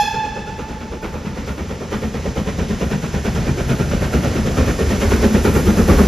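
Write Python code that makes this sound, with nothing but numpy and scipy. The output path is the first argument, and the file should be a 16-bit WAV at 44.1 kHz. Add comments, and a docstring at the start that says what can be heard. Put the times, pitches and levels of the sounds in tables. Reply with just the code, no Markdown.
"""First a steam whistle is heard shutting off, its note going flat and ringing on between wooded banks.
Under it a steam locomotive hauling coaches comes nearer, its exhaust beating about nine times a second.
Each beat is a burst of shaped noise in five layers; steadier noise makes the hissing steam and the wheels.
As the engine nears, the hiss brightens because less air lies between, and the ground reflection sweeps down."""
import sys
import numpy as np
from scipy import signal
from scipy.fft import rfft, irfft, next_fast_len
from scipy.io import wavfile
from scipy.ndimage import uniform_filter1d

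SR = 44100
rng = np.random.default_rng(int(sys.argv[2]) if len(sys.argv) > 2 else 0)


def generate_wav(signal):
    """Clip the signal to [-1, 1] and save it as 16-bit WAV at the path in sys.argv[1]."""
    frames = np.transpose(np.atleast_2d(signal))
    scaled = np.clip(frames, -1, 1) * 32767
    pcm = np.round(scaled).astype(np.int16)
    wavfile.write(sys.argv[1], SR, pcm)


N = 267687
TIME = np.arange(N) / SR
SIZE = next_fast_len(N + SR // 10, True)  # transform length, with room after the end
FREQS = np.maximum(np.arange(SIZE // 2 + 1) * SR / SIZE, 1)

# the approach at a steady speed
START_M, SPEED_M_S = 89, 11
DISTANCE_M = START_M - SPEED_M_S * TIME
CHIMNEY_HEIGHT_M, MICROPHONE_HEIGHT_M = 4.4, 2.3
CHIMNEY_TO_BANK_M, MICROPHONE_TO_BANK_M = 3.99, 8.33

# first beat, time between beats, and how much shorter each gap is than the last
FIRST_BEAT_S, BEAT_S, QUICKEN_S = .0184, .11189, .00005
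BEAT_SCATTER_DB = 0.77  # no two blasts are quite alike
REFERENCE_M = 50  # distance at which the blast levels are set
# random colour of each blast, and of the leaks: depth and width of its peaks and dips
BLAST_COLOUR_DB, BLAST_GRAIN_HZ = 1.7, 45
LEAK_COLOUR_DB, LEAK_GRAIN_HZ = 1.1, 45
# full note, drop as the valve shuts, time scale of the valve, and how early the drop comes
WHISTLE_HZ, SAG_HZ, VALVE_S, SAG_LEAD_S = 876, 40, .008, .02
TREBLE_HZ, UPPER_BASS_HZ, LOW_MIDDLE_HZ = 1870, 143.96, 480
CUTOFF_HZ = 14600

# rumble of wheels on rails, spectrum: (frequency [Hz], relative level [dB])
RUMBLE_SPECTRUM = [(18, -32), (35, 0), (70, 5.5), (120, -5), (220, -6), (310, -13.5), (480, -14.5),
                   (750, -20.5), (1100, -25), (1800, -24), (3000, -33), (6000, -34)]
# loudness of the wheels: (time [s], level [dB])
ROLLING_LEVEL = [(0, -33.5), (1, -29), (2, -28.5), (3, -26), (4, -22), (5, -20), (6.07, -16.5)]
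# hiss of escaping steam, spectrum: (frequency [Hz], relative level [dB])
HISS_SPECTRUM = [(1500, -3.5), (3000, 1), (4400, -3.5), (5200, -0.5), (6200, 4.5), (8000, -5), (10000, 3),
                 (12000, -1.5), (14500, -3.5)]
# faint singing of the escaping steam: (frequency [Hz], width [Hz], lift [dB])
LEAK_RESONANCES = [(5200, 250, 5), (6000, 160, 2.5), (7380, 770, 7)]
# steam leaking at the cylinders: (time [s], level at 1 m [dB])
STEAM_LEVEL = [(0, 4.5), (1, -2.5), (2, 1), (3, 2), (4, -0.5), (5, 0), (6.07, -4.5)]
# whistle partials, lowest first: (direct level [dB], ringing level [dB])
WHISTLE_PARTIALS = [(-3.5, -28), (-33, -33), (-17, -33.5), (-16.5, -35.5), (-23, -41), (-23, -38),
                    (-31, -41.5), (-32, -43)]
# the toot arriving directly, then from a bank and the bridge:
# (start [s], end [s], level [dB], tilt [dB per partial])
WHISTLE_ARRIVALS = [(-.08, 0.01, -6.5, -3), (0, 0.081, -20, 1), (0.161, 0.256, -18.5, -2.5)]
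# full and flat pitch left ringing in the cutting, widths and fades for the lowest partial:
# (frequency [Hz], half width [Hz], level [dB], time to fade by 60 dB [s])
RINGING_PITCHES = [(876.4, 14.7, -3, 4.76), (838.5, 34, 1.6, 2.54)]
# echoes of each beat from the banks: (delay [s], level [dB])
BANK_ECHOES = [(0.041, -16), (0.06, -19.5), (.17, -15)]
# four beats to a turn of the wheels, with unevenly set valves: (lateness [s], accent [dB])
WHEEL_TURN = [(0.00058, -1), (0.0011, 1.5), (-0.0068, -0.5), (0.0002, -1.53)]
# blasts that stand out or fall back:
# (time [s], thump [dB], boom [dB], bark [dB], rasp [dB])
ODD_BEATS = [(0.35, -14, 1.5, 3.5, 0.5), (0.91, 0, -7, 3, 0), (1.02, -1, -3, 1.5, 2.5),
             (1.25, 5, 6, -0.5, 0.5), (1.47, 3, -0.5, -2, 2.5), (1.8, -3, -2.5, 1, -2.5),
             (1.91, -2, 0, 2.5, 2), (2.02, 5, 3, 1, -0.5), (2.25, 6, 1.5, 2, -2.5), (2.36, 4, 0.5, 0, -0.5),
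             (2.58, 5, 2, 2.5, 1), (2.69, 3.5, 4, 1, -1), (2.8, 4.5, 0.5, 2.5, -0.5), (2.91, -9, 5, 1, 1.5),
             (3.13, 10, 0.5, -2, 0.5), (3.24, 5, 0.5, -1, 0.5), (3.46, 5, 5.5, 3, -0.5),
             (3.57, 8, -4.5, 2, 1.5), (3.68, -8, 2.5, -1, 1.5), (3.79, 4, 1, 2.5, 0),
             (4.02, -3, -2.5, -1, 0.5), (4.12, 7.5, 2, 1, 1), (4.35, 5, 1, 0.5, -1),
             (4.45, -6, -0.5, -0.5, -1.5), (4.56, 3, -0.5, 1, -1), (4.78, 1, -2.5, 3, -1.5),
             (5.0, 2, -4.5, -2.5, 0), (5.11, 6.5, -1.5, 0, 1.5), (5.22, -16, 3.5, 2.5, 0.5),
             (5.33, 5, 0, -1.5, -1.5), (5.66, 6, 1, 0, -0.5), (5.77, 0, 1, 0, -1), (5.88, 3, -2.5, 0, 0)]
# how hard the engine works: (time [s], level [dB])
ENGINE_EFFORT = [(0, -6), (1, -2.5), (2.1, 0.5), (3.2, 0), (4, 0.5), (4.9, 1), (5.45, 2), (6.07, 2)]
# spectra of the five parts of a blast, deep to high: (frequency [Hz], relative level [dB])
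THUMP_SPECTRUM = [(20, -17), (35, -5), (55, 13), (70, 29.5), (90, 4), (115, -6), (170, -36)]
BOOM_SPECTRUM = [(30, -24), (90, -10.5), (135, 3.5), (200, 3), (260, -2), (310, -7.5), (420, -48)]
BARK_SPECTRUM = [(240, -13), (320, 2.5), (390, 3), (560, -1.5), (700, -12.5), (1100, -17.5)]
RASP_SPECTRUM = [(450, -2.5), (700, 3.5), (1000, 2), (1500, 1), (2100, -7.5), (2700, -5.5), (3600, -10.5),
                 (6000, -24), (9500, -43)]
FIZZ_SPECTRUM = [(3000, -12), (6000, -5.5), (10000, -1.5), (14000, -4)]
# resonances of smokebox and chimney: (frequency [Hz], width [Hz], lift [dB])
CHIMNEY_RESONANCES = [(226, 49, 7.5), (417, 150, 5.5), (553, 85, 2.5), (1390, 190, 4.5), (1854, 130, 6.5),
                      (2330, 450, 6)]
# treble of the rasp, duller at the end: (time [s], level [dB])
RASP_TREBLE = [(0, 0), (4.8, 1), (5.4, -0.5), (6.07, -9)]
# changing colour of the train, upper bass: (time [s], level [dB])
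UPPER_BASS = [(0, 2), (1.5, -2), (2.3, 1.5), (3.8, 3), (4.4, 1.5), (4.9, -4.5), (5.6, -5), (6.07, -1.5)]
# changing colour of the train, low middle: (time [s], level [dB])
LOW_MIDDLE = [(0, 4.5), (1, 1.5), (2.2, 1), (3.1, -0.5), (4, -0.5), (5.1, 0), (6.07, 2.5)]
# how alike the noise is on the two sides: (frequency [Hz], likeness [0 to 1])
LIKENESS = [(60, 1), (430, .99), (620, .92), (1200, .8), (1680, .55), (2400, .9), (4400, .98), (6400, .87),
            (14000, .84)]
# phase between the two microphone ports: (frequency [Hz], lead of the left [radians])
PORT_PHASE = [(0, 0), (100, -.16), (160, -.3), (350, -.13), (560, -.42), (930, .68), (1150, .5),
              (1430, -.3), (2000, -.2), (2600, .28), (3500, 0), (5100, 0), (5600, -1), (6600, -1),
              (8400, -3.14), (10000, -4.6), (11100, -6.1), (13000, -6.5), (14600, -9)]
# level between the two microphone ports: (frequency [Hz], left minus right [dB])
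PORT_BALANCE = [(105, 0), (160, 1.8), (260, .2), (375, 1.6), (600, -3.5), (820, -4.5), (1150, 0.7),
                (1450, -4), (2200, -1), (3200, -0.5)]


def from_db(db):
    """Turn decibels into a gain."""
    return np.exp(np.asarray(db) * (np.log(10) / 20))


def rms_one(x):
    """Scale to an average power of 1."""
    return x / np.sqrt(np.mean(x ** 2) + 1e-20)


def level_in_time(rows):
    """Join a table of times and levels into a level at every sample."""
    times, levels = np.transpose(rows)
    return np.interp(TIME, times, levels)


def across_hz(points):
    """Join a table of frequencies and values, evenly per octave."""
    hz, value = np.transpose(points)
    return np.interp(np.log(FREQS), np.log(np.maximum(hz, 1)), value)


def drift(rate_hz):
    """Random wander with a spread of 1, weaker above rate_hz."""
    spectrum = rfft(rng.standard_normal(SIZE)) / (1 + (FREQS / rate_hz) ** 2)
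    return rms_one(irfft(spectrum, SIZE)[:N])


def turbulence(spectrum, resonances=()):
    """Rough flow makes stereo noise, louder at the resonances."""
    last_hz = spectrum[-1][0]
    steep_fall_db = 20 * np.log2(np.maximum(FREQS / last_hz, 1))
    level_db = across_hz(spectrum) - steep_fall_db
    for hz, width, lift_db in resonances:
        level_db = level_db + lift_db / (1 + (2 * (FREQS - hz) / width) ** 2)
    alike = np.clip(across_hz(LIKENESS), 0, 1)
    mid, side = rfft(rng.standard_normal((2, SIZE)))
    pair = np.sqrt(1 + alike) * mid + np.sqrt(1 - alike) * side * [[1], [-1]]
    return rms_one(irfft(pair * from_db(level_db), SIZE)[:, :N])


def coloured(x, colour_db, grain_hz):
    """Random peaks and dips, about grain_hz wide: each call gives a jet its own colour."""
    bins = np.fft.rfftfreq(x.shape[1], 1 / SR)
    knots = rng.standard_normal(2000)
    ripple = np.interp(bins / grain_hz, np.arange(len(knots)), knots)
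    return irfft(rfft(x) * from_db(colour_db * ripple), x.shape[1])


def adjust_treble(x, level):
    """Turn the treble up or down along its level curve."""
    body = irfft(rfft(x, SIZE) / (1 + (FREQS / TREBLE_HZ) ** 6), SIZE)[:, :N]
    return body + from_db(level_in_time(level)) * (x - body)


def adjust_band(x, level, hz, octaves):
    """Raise or lower one band along its level curve."""
    band_shape = 1 / (1 + (2 * np.log2(FREQS / hz) / octaves) ** 4)
    band = irfft(rfft(x, SIZE) * band_shape, SIZE)[:, :N]
    return x + (from_db(level_in_time(level)) - 1) * band


def through_air(x, db_per_m=0.27):
    """Sound spreads with distance and air absorbs its treble (db_per_m holds at 10 kHz)."""
    centres_hz = [1000, 6000, 9000, 12000, 15000]
    spectrum, out = rfft(x, SIZE), 0
    # overlapping bands, each with its own loss
    for hz, own in zip(centres_hz, np.eye(len(centres_hz))):
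        band = irfft(spectrum * np.interp(FREQS, centres_hz, own), SIZE)[:, :N]
        out = out + band * from_db(-db_per_m * DISTANCE_M * (hz / 10000) ** 2)
    return out / DISTANCE_M


def mirrored(x, source_m, listener_m, echo_db, turn_rad, soft_hz, fade_hz=3000):
    """Soft ground or a bank returns sound late and turned in phase; the mix sweeps down on approach.

    source_m and listener_m are the distances of each from the reflecting surface."""
    delay_s = 2 * source_m * listener_m / DISTANCE_M / 343  # 343 m/s is the speed of sound
    turn = np.exp(-1j * turn_rad * np.tanh(FREQS / soft_hz))
    reflection = from_db(echo_db) * turn / (1 + (FREQS / fade_hz) ** 4)
    image = irfft(rfft(x, SIZE) * reflection, SIZE)[:, :N]
    late = np.array([np.interp(TIME - delay_s, TIME, side) for side in image])
    return (x + late) / np.hypot(1, from_db(echo_db))


def cutting(x):
    """Overgrown banks send back a few dull echoes."""
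    dull = signal.sosfilt(signal.butter(1, 1500, fs=SR, output="sos"), x)
    out = x
    for delay_s, db in BANK_ECHOES:
        late = np.pad(dull, ((0, 0), (int(delay_s * SR), 0)))[:, :N]
        out = out + from_db(db) * late
    return out


def wheels():
    """Engine and coaches rumble unevenly over the rails."""
    level_db = level_in_time(ROLLING_LEVEL) + 1.74 * drift(4.7)
    return from_db(level_db) * turbulence(RUMBLE_SPECTRUM)


def puff(t, rise, hold, decay):
    """The exhaust port opens, blows, and the cylinder empties (all times in seconds)."""
    opening = np.sin(np.pi / 2 * np.clip(t / rise, 0, 1)) ** 2
    return opening * np.exp(-np.maximum(t - hold, 0) / decay)


def steam(train, lead_s=0.016, swell_db=4.0):
    """Steam leaks at the cylinders and swells with each stroke, more with the strong ones."""
    starts, accent_db = train
    stroke = np.maximum(np.searchsorted(starts - lead_s, TIME) - 1, 0)
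    since_stroke = TIME - starts[stroke] + lead_s
    swell = puff(since_stroke, rise=0.036, hold=0.036, decay=0.024)
    stroke_db = swell_db * from_db(accent_db[stroke]) * swell
    level_db = level_in_time(STEAM_LEVEL) + stroke_db + .5 * drift(45)
    hiss = turbulence(HISS_SPECTRUM, LEAK_RESONANCES)
    leaks = coloured(hiss, LEAK_COLOUR_DB, LEAK_GRAIN_HZ)
    return through_air(from_db(level_db) * leaks)


def whistle_toots(t, waver_hz=4):
    """A steam-blown pipe goes flat as its valve shuts; its toot arrives by several paths."""
    out = 0
    for start, end, level_db, tilt_db in WHISTLE_ARRIVALS:
        opened = .5 + .5 * np.tanh((t - start) / VALVE_S)
        not_shut = .5 - .5 * np.tanh((t - end) / (2 * VALVE_S))  # shuts half as fast as it opens
        sag = .5 + .5 * np.tanh((t - end + SAG_LEAD_S) / (2 * VALVE_S))
        pitch_hz = WHISTLE_HZ - SAG_HZ * sag + waver_hz * drift(41.0)[:len(t)]
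        phase = 2 * np.pi * np.cumsum(pitch_hz) / SR
        pipe = 0
        for k, (direct_db, _) in enumerate(WHISTLE_PARTIALS):
            pipe = pipe + from_db(direct_db + k * tilt_db) * np.sin((k + 1) * phase)
        out = out + from_db(level_db) * np.sqrt(2 * opened * not_shut) * pipe
    return out


def whistle_ringing(t, ring_side=0.25, evenness=0.33):
    """Countless paths smear each partial into a thin line that fades; high ones die away first."""
    count = len(t)
    out = np.zeros((2, count))
    paths = rfft(rng.standard_normal((2, count)))
    bins = np.fft.rfftfreq(count, 1 / SR)
    for k, (_, ring_db) in enumerate(WHISTLE_PARTIALS, 1):
        for hz, width_hz, share_db, t60 in RINGING_PITCHES:
            line = 1 / (1 + ((bins - k * hz) / (k ** .65 * width_hz)) ** 4)
            mid, side = irfft(line * paths, count)
            # partly even out the random swelling
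            envelope = uniform_filter1d(abs(signal.hilbert(mid)), size=SR // 25)
            swell = envelope ** np.clip(evenness, 0, 1)
            fade_db = -60 * t * k ** .55 / t60
            pair = rms_one((mid + ring_side * side * [[1], [-1]]) / swell)
            out += from_db(ring_db + share_db + fade_db) * pair
    return out


def whistle():
    """The toot, its two pitches ringing in the cutting, and steam rushing through the whistle."""
    count = min(2 * SR, N)
    t = TIME[:count]
    out = from_db(-35.5 - 110 * TIME) * turbulence(HISS_SPECTRUM)  # the rush of steam soon fades
    out[:, :count] += whistle_toots(t) + whistle_ringing(t)
    return out


def beat_trains():
    """Start and strength of each thump, boom, bark and rasp: four-beat turns, slowly quickening."""
    k = np.arange(int(N / SR / BEAT_S) + 1)
    late_s, accent_db = np.array(WHEEL_TURN)[k % len(WHEEL_TURN)].T
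    starts = FIRST_BEAT_S + BEAT_S * k - .5 * QUICKEN_S * k ** 2 + late_s
    odd_db = sum(np.outer(db, abs(starts - s) < BEAT_S / 2) for s, *db in ODD_BEATS)
    return [(starts, accent_db + db) for db in odd_db]


def beats(flow, train, db, nearing, lag, rise, hold, decay):
    """One puff of flow per beat: db at REFERENCE_M, growing as distance to the power -nearing."""
    starts, accent_db = train
    effort_db = np.interp(starts, *np.transpose(ENGINE_EFFORT))
    scatter_db = BEAT_SCATTER_DB * rng.standard_normal(len(starts))
    closeness = REFERENCE_M / np.interp(starts, TIME, DISTANCE_M)
    gains = from_db(db + accent_db + effort_db + scatter_db) * closeness ** nearing
    out = np.zeros((2, N))
    for s, gain in zip(starts, gains):
        start = np.clip(int((s + lag) * SR), 0, N - 2)
        span = slice(start, min(start + SR // 4, N))
        shape = puff(TIME[span] - TIME[start], rise, hold, decay)
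        blast = coloured(flow[:, span], BLAST_COLOUR_DB, BLAST_GRAIN_HZ) * shape
        out[:, span] += gain * np.sqrt(np.mean(shape ** 2)) * rms_one(blast)
    return out


def exhaust(thumps, booms, barks, rasps):
    """A blast fizzes and rasps at the chimney lip, barks in its pipe, booms in the smokebox, thumps."""
    eddies = from_db(0.78 * drift(140))  # the jet tears unevenly
    crackle = from_db(1.3 * drift(300))
    boom_flow = turbulence(BOOM_SPECTRUM, CHIMNEY_RESONANCES) * eddies
    bark_flow = turbulence(BARK_SPECTRUM, CHIMNEY_RESONANCES) * eddies
    rasp_flow = turbulence(RASP_SPECTRUM, CHIMNEY_RESONANCES) * eddies * crackle
    thump = beats(turbulence(THUMP_SPECTRUM), thumps, db=-25.0, nearing=0.61,
                  lag=0.01, rise=0.035, hold=0.047, decay=0.012)
    boom = beats(boom_flow, booms, db=-21.5, nearing=1.46,
                 lag=-0.0028, rise=0.028, hold=0.04, decay=0.041)
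    bark = beats(bark_flow, barks, db=-23, nearing=0.74,
                 lag=-0.01, rise=0.027, hold=0.04, decay=0.029)
    rasp = beats(rasp_flow, rasps, db=-28.5, nearing=1.0,
                 lag=-0.0099, rise=0.031, hold=0.041, decay=0.033)
    fizz = beats(turbulence(FIZZ_SPECTRUM), rasps, db=-50, nearing=1.6,
                 lag=-0.017, rise=0.018, hold=0.067, decay=0.066)
    over_ground = mirrored(bark + adjust_treble(rasp, RASP_TREBLE), CHIMNEY_HEIGHT_M,
                           MICROPHONE_HEIGHT_M, echo_db=-11.5, turn_rad=0.93, soft_hz=210)
    return thump + boom + over_ground + fizz


def scene():
    """The whole train, heard from beside the line."""
    thumps, booms, barks, rasps = beat_trains()
    train = wheels() + cutting(exhaust(thumps, booms, barks, rasps))
    train = mirrored(train, CHIMNEY_TO_BANK_M, MICROPHONE_TO_BANK_M,
                     echo_db=-15.5, turn_rad=3.32, soft_hz=68, fade_hz=654)
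    train = adjust_band(train, UPPER_BASS, UPPER_BASS_HZ, octaves=0.62)
    train = adjust_band(train, LOW_MIDDLE, LOW_MIDDLE_HZ, octaves=0.42)
    return train + steam(rasps) + whistle()


def record(dry):
    """The two ports differ in phase and colour; peaks are rounded and the top is cut."""
    turn = np.interp(FREQS, *np.transpose(PORT_PHASE))
    # each side takes half the difference
    phase = np.exp(.5j * turn * [[1], [-1]])
    balance = from_db(.5 * across_hz(PORT_BALANCE) * [[1], [-1]])
    heard = irfft(rfft(dry, SIZE) * phase * balance, SIZE)[:, :N]
    rounded = heard / (1 + heard ** 6) ** (1 / 6)
    top_cut = signal.ellip(10, .1, 90, CUTOFF_HZ, fs=SR, output="sos")
    return signal.sosfilt(top_cut, rounded)


dry = scene()
out = record(dry)
generate_wav(out)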